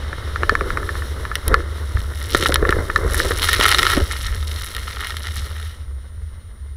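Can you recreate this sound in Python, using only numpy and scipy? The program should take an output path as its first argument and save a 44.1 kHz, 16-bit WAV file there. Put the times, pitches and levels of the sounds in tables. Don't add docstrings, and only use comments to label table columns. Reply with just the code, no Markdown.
import sys
import numpy as np
from scipy import signal
from scipy.fft import rfft, irfft
from scipy.io import wavfile
from scipy.ndimage import uniform_filter1d

SR = 44100
rng = np.random.default_rng(int(sys.argv[2]) if len(sys.argv) > 2 else 0)


def generate_wav(signal):
    frames = np.transpose(np.atleast_2d(signal))
    scaled = np.clip(frames, -1, 1) * 32767
    pcm = np.round(scaled).astype(np.int16)
    wavfile.write(sys.argv[1], SR, pcm)


N = 298116
TIME = np.arange(N) / SR

# (frequency [Hz], relative level [dB])
RUMBLE_SPECTRUM = [(12, -7.5), (24, 0), (38, -2), (55, 7), (85, 9), (110, -6), (150, -23), (220, -18),
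                   (400, -49.5)]
# (time [s], body drive before trims [dB], churn drive before trims [dB])
TRACK_DRIVE = [(0.0, -27.5, -37), (2.1, -28.5, -39.5), (4.3, -27, -44), (5.3, -30.5, -45),
               (6.0, -30.5, -53.5), (6.76, -32, -54)]
# (time [s], length [s], body drive before trims [dB])
BODY_RUTS = [(1.956, 0.037, -21), (4.26, 0.07, -21.5), (5.382, 0.046, -23.5)]
# (time [s], peak level [dB])
HOLES = [(1.474, -12), (1.949, -10), (2.699, -17), (3.358, -18), (3.97, -15), (4.019, -12)]
# (frequency [Hz], width [Hz], relative level [dB])
CASE_RESONANCES = [(430, 33, -4), (935, 670, -10), (1333, 110, 3.5), (1853, 142, 3), (2123, 64, 0),
                   (2930, 117, -3), (3203, 170, -3.5), (3750, 315, 0.5), (4225, 39, 0), (5470, 560, -5.5),
                   (9050, 2300, -14.5), (10700, 820, -6), (15300, 390, -16)]
# (frequency [Hz], width [Hz], relative level [dB])
MOUNT_RESONANCES = [(1164, 93, 1.5), (1337, 130, 8.5), (1580, 290, -5), (1800, 111, 4)]
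# (time [s], clack level [dB], bright edge re clack [dB])
KNOCKS = [(0.1293, -28.5, -21), (0.3593, -21.5, -18), (0.433, -17.5, -19), (0.4943, -9.5, -18),
          (0.5525, -15, -20), (0.6093, -21, -20), (0.704, -22.5, -19), (0.7725, -21, -17.5),
          (0.8299, -29, -19), (0.891, -23, -20), (0.9534, -30.5, -28), (1.0212, -30.5, -20),
          (1.252, -27, -17), (1.315, -24.5, -23), (1.542, -7, -19.5), (1.604, -32, -37),
          (1.971, -27.5, -48), (2.348, -12.5, -6), (2.4586, -15, -29), (2.5224, -20.5, -7),
          (2.5577, -17, -2), (2.626, -25, -29), (2.6515, -18, -30), (2.6913, -18, -10),
          (2.7252, -15.5, -22), (2.9, -20, -28), (2.96, -11, -14.5), (3.1439, -23, -26),
          (3.201, -16.5, -23), (3.3086, -22.5, -21), (3.3181, -23.5, -6), (3.489, -15.5, -11),
          (3.6553, -20, -6), (3.8664, -16, -3.5), (3.9355, -21, -20), (4.1116, -31, -2)]
# (frequency [Hz], relative level [dB])
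CHURN_SPECTRUM = [(110, 8.5), (200, 0), (285, 1.5), (420, 4.5), (570, 2), (760, -8), (1050, -2), (1320, -3),
                  (1550, -2.5), (1800, -7), (2100, -3.5), (2500, -39.5), (4000, -43.5)]
# (time [s], length [s], wash drive before trims [dB])
PUDDLE_PASSES = [(0.5, 0.26, -33.5), (1.507, 0.059, -25.5), (2.373, 0.16, -30.5), (2.624, 0.14, -28.5),
                 (3.013, 0.24, -29.5), (3.563, 0.24, -32.5), (3.947, 0.052, -28.5)]
# (time [s], panel level [dB], pitch [Hz])
ARCH_SLAPS = [(0.431, -25.5, 430), (0.521, -21, 436), (0.612, -23.5, 376), (1.513, -21.5, 354),
              (2.3469, -13.5, 385), (2.426, -21.5, 360), (2.493, -19, 390), (2.625, -16.5, 415),
              (2.69, -17, 420), (2.766, -20.5, 377), (3.045, -21, 440), (3.249, -25, 406),
              (3.307, -21.5, 450), (3.593, -21, 390), (3.9734, -13.5, 228), (3.974, -20, 447),
              (4.01, -27, 450)]
# (time [s], flow before trim [dB], treble gain [dB])
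MIST_FLOW = [(0.0, -40, -10.5), (0.88, -41.5, 1), (1.65, -43.5, -4.5), (2.15, -44.5, 3.5), (2.85, -43, 3.5),
             (5.42, -42.5, 2), (5.72, -43, -3.5), (5.86, -55.5, -5), (6.76, -59, -8)]
# (time [s], length [s], flow before trim [dB], fat re fine drops [dB])
WATER_SHOWERS = [(2.18, 0.048, -40, -19.5), (2.352, 0.12, -30.5, -20), (3.177, 0.09, -28, -13),
                 (3.427, 0.29, -24, 2), (3.666, 0.26, -20.5, 9.5), (4.052, 0.31, -37, -4),
                 (4.564, 0.057, -36.5, -6.5), (4.73, 0.22, -38, 2.5), (5.015, 0.1, -33, 10.5),
                 (5.276, 0.032, -36.5, 1.5), (5.418, 0.032, -36.5, -1.5)]
# (time [s], smack level [dB], top-band tick re smack [dB])
CASE_DROPS = [(1.355, -20.5, -9.5), (1.48, -28.5, 6.5), (2.4262, -20.5, -15), (2.4632, -21, -23),
              (2.5427, -19.5, 1), (2.707, -28, -7), (3.42, -23, -16), (3.4291, -21, -16),
              (3.5311, -18.5, -3.5), (3.6, -18.5, -15), (3.611, -13.5, -37), (3.683, -24, -3),
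              (3.6908, -20, -5), (3.7156, -16.5, -8.5), (3.7463, -12.5, -20), (3.7852, -15, -16),
              (3.791, -14.5, -21), (3.7948, -18, -18), (3.8302, -17, -10.5), (3.8531, -19, -30),
              (3.902, -19.5, -21), (4.4276, -35, -25), (4.7495, -30.5, -7), (4.7657, -28.5, -8),
              (5.007, -30, -9.5), (5.0467, -30, -14), (5.0704, -29.5, -7), (5.1057, -28, -23),
              (5.1685, -29, -10), (5.2704, -29, -28), (5.628, -38.5, -10)]

TOP_HZ = 15450
WHINE_HZ, WHINE_DB = 9519, -58.5
BOOM_HZ = 72.9
RUT_ATTACK_S, RUT_RELEASE_S = 0.029, 0.12
PUDDLE_RISE_SHARE, PUDDLE_RELEASE_SHARE = 0.36, 0.81
PUDDLE_BOOM_DB, HEAVE_DB = 0, 6
BUMP_HZ, BUMP_DECAY_S = 61, 0.0073
HIT_S = 0.014
AFTER_RING_HZ, AFTER_RING_DB = 1739, -13.5
SLOSH_HZ, SLOSH_OCTAVES, SLOSH_DB = 416.6, 0.853, -0.5
GULPS_PER_S, GULP_DECAY_CYCLES, GULP_RISE_PER_S = 200, 5, 2
SHOWER_ATTACK_S, SHOWER_RELEASE_S = 0.084, 0.06
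DOWNPOUR_DB, DROP_SHARE_DB, DROP_SHARE_SLOPE = -16, 14, 0.37
CLUMP_DB, CLUMPS_PER_S = 3.5, 45


def undb(db):
    return 10 ** (np.asarray(db) / 20)


def decibels(power):
    return 10 * np.log10(power + 1e-12)


def curve(rows, axis=1):
    columns = np.transpose(rows)
    return np.interp(TIME, columns[0], columns[axis])


def unit(x):
    return x / np.sqrt(np.mean(x ** 2))


def peak(x):
    return x / np.abs(x).max()


def hit(x):
    return x / np.sqrt(np.sum(x ** 2) / (HIT_S * SR))


def add(track, s, sound):
    start = max(int(s * SR), 0)
    track[start:start + len(sound)] += sound[:max(N - start, 0)]


def walk(rate_hz):
    hold = max(int(SR / rate_hz), 1)
    steps = np.repeat(rng.standard_normal(N // hold + 1), hold)
    smooth = uniform_filter1d(uniform_filter1d(steps, hold), hold)
    return 1.3 * smooth[:N]


def cut(x, hz, kind, order=2):
    return signal.sosfilt(signal.butter(order, min(hz, TOP_HZ), kind, fs=SR, output="sos"), x)


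def shape(x, gain_at, size=8192):
    gain = gain_at(np.arange(size // 2 + 1) * SR / size + 1)
    cepstrum = irfft(np.log(gain + 1e-6))
    cepstrum[1:size // 2] *= 2
    cepstrum[size // 2 + 1:] = 0
    response = irfft(np.exp(rfft(cepstrum)))
    return signal.fftconvolve(x, response)[:len(x)]


def colour(x, points):
    hz, db = np.transpose(points)
    return shape(x, lambda f: undb(np.interp(np.log(f), np.log(hz), db)))


def ring(x, modes):
    def gain_at(f):
        power = sum(undb(db) ** 2 / (1 + ((f * f - hz * hz) / (f * width_hz)) ** 2)
                    for hz, width_hz, db in modes)
        return np.sqrt(power)
    return shape(x, gain_at)


def blow(scatter_s, scatter_db, size=4096):
    force = rng.standard_normal(size) * np.exp(-np.arange(size) / SR / scatter_s)
    force *= undb(scatter_db) / np.linalg.norm(force)
    force[0] += 1
    return force


def patter(per_s, spread_db):
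    sizes = undb(spread_db * np.minimum(rng.exponential(size=N), 4.5))
    strikes = rng.random(N) < per_s / SR
    return unit(strikes * sizes * rng.choice([-1, 1], N))


def swell(s, length_s, db, attack_s, release_s):
    away = np.maximum(s - TIME, 0) / attack_s + np.maximum(TIME - s - length_s, 0) / release_s
    return (undb(db) * np.exp(-np.minimum(away, 20))) ** 2


def ploughing():
    return sum(swell(s, length_s, db, PUDDLE_RISE_SHARE * length_s, PUDDLE_RELEASE_SHARE * length_s)
               for s, length_s, db in PUDDLE_PASSES)


def falling():
    return sum(swell(s, length_s, db, SHOWER_ATTACK_S, SHOWER_RELEASE_S)
               for s, length_s, db, _ in WATER_SHOWERS)


def electronic_whine():
    return undb(WHINE_DB) * unit(np.sin(2 * np.pi * WHINE_HZ * TIME))


def body(plough):
    phase = 2 * np.pi * np.cumsum(BOOM_HZ + 3.79 * walk(14)) / SR
    boom = unit(np.sin(phase) * undb(3.45 * walk(22)))
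    rumble = unit(colour(rng.standard_normal(N), RUMBLE_SPECTRUM))
    ruts = sum(swell(s, length_s, db, RUT_ATTACK_S, RUT_RELEASE_S) for s, length_s, db in BODY_RUTS)
    ride_db = decibels(undb(curve(TRACK_DRIVE)) ** 2 + ruts + undb(PUDDLE_BOOM_DB) ** 2 * plough)
    rumble_db = -1.5 + 0.13 * (ride_db - ride_db.mean())
    return (undb(-2.5) * boom + undb(rumble_db) * rumble) * undb(ride_db)


def suspension(plough):
    heave = unit(cut(cut(rng.standard_normal(N), 64.5, "low", order=4), 28, "high"))
    out = heave * undb(HEAVE_DB) * np.sqrt(plough)
    thump = peak(np.sin(2 * np.pi * BUMP_HZ * TIME) * TIME * np.exp(-TIME / BUMP_DECAY_S))
    for s, db in HOLES:
        add(out, s, undb(db) * thump)
    return out


def knock(edge_db):
    tuning = 1 + 0.015 * rng.standard_normal()
    force = blow(scatter_s=0.004, scatter_db=-11)
    force = np.convolve(force, blow(scatter_s=0.002, scatter_db=-7, size=256))[:len(force)]
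    clack = ring(force, [(hz * tuning, width_hz, db) for hz, width_hz, db in MOUNT_RESONANCES])
    clack = cut(cut(clack, 2360, "low", order=6), 944, "high", order=3)
    after = ring(clack, [(AFTER_RING_HZ, 25, 0)])
    edge = ring(blow(scatter_s=0.0014, scatter_db=12), CASE_RESONANCES)
    edge = cut(cut(edge, 2150, "high", order=4), 5200, "low")
    return hit(clack) + undb(AFTER_RING_DB) * hit(after) + undb(edge_db) * hit(edge)


def case_and_mount():
    out = np.zeros(N)
    for s, db, edge_db in KNOCKS:
        add(out, s, undb(db) * knock(edge_db))
    return out


def arches():
    out = np.zeros(N)
    for s, db, hz in ARCH_SLAPS:
        force = blow(scatter_s=0.0061, scatter_db=-0.5)
        panel = ring(force, [(hz, 130, 0), (1.34 * hz, 150, -10)])
        panel = cut(cut(panel, 1.47 * hz, "low", order=3), 0.54 * hz, "high")
        bump = cut(ring(force, [(55.4, 170, 0)]), 170, "low")
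        add(out, s, undb(db) * (hit(panel) + undb(-6.5) * hit(bump)))
    return out


def slosh(plough):
    out = np.zeros(N)
    age_s = TIME[:SR // 8]
    for when, size, strength in rng.random((int(GULPS_PER_S * N / SR), 3)):
        hz = SLOSH_HZ * 2 ** (SLOSH_OCTAVES * (size - 0.5))
        cycles = hz * age_s
        phase = 2 * np.pi * cycles * (1 + GULP_RISE_PER_S * age_s)
        envelope = (1 - np.exp(-cycles)) * np.exp(-cycles / GULP_DECAY_CYCLES)
        add(out, when * N / SR, (0.5 + strength) * np.sin(phase) * envelope)
    return unit(out) * undb(SLOSH_DB) * np.sqrt(plough)


def tyres(plough):
    lumps = patter(per_s=300, spread_db=3.5) + undb(-0.5) * rng.standard_normal(N)
    wash = unit(colour(lumps * undb(2.1 * walk(45)), CHURN_SPECTRUM))
    taps = patter(per_s=200, spread_db=3)
    chatter = unit(cut(ring(taps, MOUNT_RESONANCES), 1850, "low", order=5))
    churn_db = decibels(undb(curve(TRACK_DRIVE, axis=2)) ** 2 + plough / 2)
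    chatter_db = -4 + 0.48 * (churn_db - churn_db.max())
    return (wash + undb(chatter_db) * chatter) * undb(churn_db + 2.5)


def mist_hiss():
    dull = cut(unit(ring(rng.standard_normal(N), CASE_RESONANCES)), 4960, "low")
    bright = cut(unit(ring(rng.standard_normal(N), CASE_RESONANCES)), 4400, "high")
    return (dull + undb(curve(MIST_FLOW, axis=2)) * bright) * undb(1.43 * walk(40))


def fine_drops(crowd):
    ticks = sum(ring(patter(per_s=160 * crowd, spread_db=2.0), [(hz, 0.5 * hz, 0)])
                for hz in np.geomspace(1700, 12500, 5))
    return unit(ring(ticks, CASE_RESONANCES))


def fat_drops(crowd):
    slaps = 0
    for top_hz in np.geomspace(2800, 6500, 5):
        impacts = patter(per_s=65 * crowd, spread_db=2)
        spread = signal.fftconvolve(impacts, blow(scatter_s=0.001, scatter_db=0.0))[:N]
        slaps = slaps + unit(cut(spread, top_hz, "low", order=3))
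    return unit(ring(slaps, CASE_RESONANCES))


def spray(shower):
    flow_db = decibels(undb(curve(MIST_FLOW)) ** 2 + shower)
    crowd = undb(0.5 * (flow_db - flow_db.max()))
    share = undb(DROP_SHARE_DB + DROP_SHARE_SLOPE * (decibels(shower) - DOWNPOUR_DB))
    mist = mist_hiss()
    fine = fine_drops(crowd)
    fat = fat_drops(crowd)
    fatness = undb(curve([(s + length_s / 2, fat_db) for s, length_s, _, fat_db in WATER_SHOWERS]))
    drops = (fine + fatness * fat) / np.sqrt((1 + fatness ** 2) * crowd / crowd.mean())
    drops = drops * undb(0.5 + CLUMP_DB * walk(CLUMPS_PER_S))
    water = (share * drops + mist) / np.sqrt(1 + share ** 2)
    return cut(water, 200, "high") * undb(flow_db + 1.4)


def big_drops():
    out = np.zeros(N)
    for s, db, top_db in CASE_DROPS:
        burst = blow(scatter_s=0.00088 * 2 ** rng.uniform(-1.3, 1), scatter_db=-7)
        spatter = blow(scatter_s=0.0046, scatter_db=-6)
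        smack = ring(np.convolve(burst, spatter)[:len(burst)], CASE_RESONANCES)
        low_edge_hz = 1650 * undb(0.38 * (top_db + 5.0))
        smack = cut(cut(smack, low_edge_hz, "high", order=3), 4100, "low")
        tick = ring(blow(scatter_s=0.00067, scatter_db=11), CASE_RESONANCES)
        tick = cut(tick, 6800, "high", order=4)
        add(out, s, undb(db) * (hit(smack) + undb(top_db) * hit(tick)))
    return out


def scene():
    plough = ploughing()
    shower = falling()
    ride = body(plough) + suspension(plough)
    under_car = arches() + slosh(plough) + tyres(plough)
    thrown_water = spray(shower) + big_drops()
    return (electronic_whine() + ride + case_and_mount() + under_car + thrown_water)[None]


def record(dry):
    top_cut = signal.ellip(8, 0.2, 70, TOP_HZ, fs=SR, output="sos")
    return signal.sosfilt(top_cut, np.clip(dry, -1, 1))


dry = scene()
out = record(dry)
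generate_wav(out)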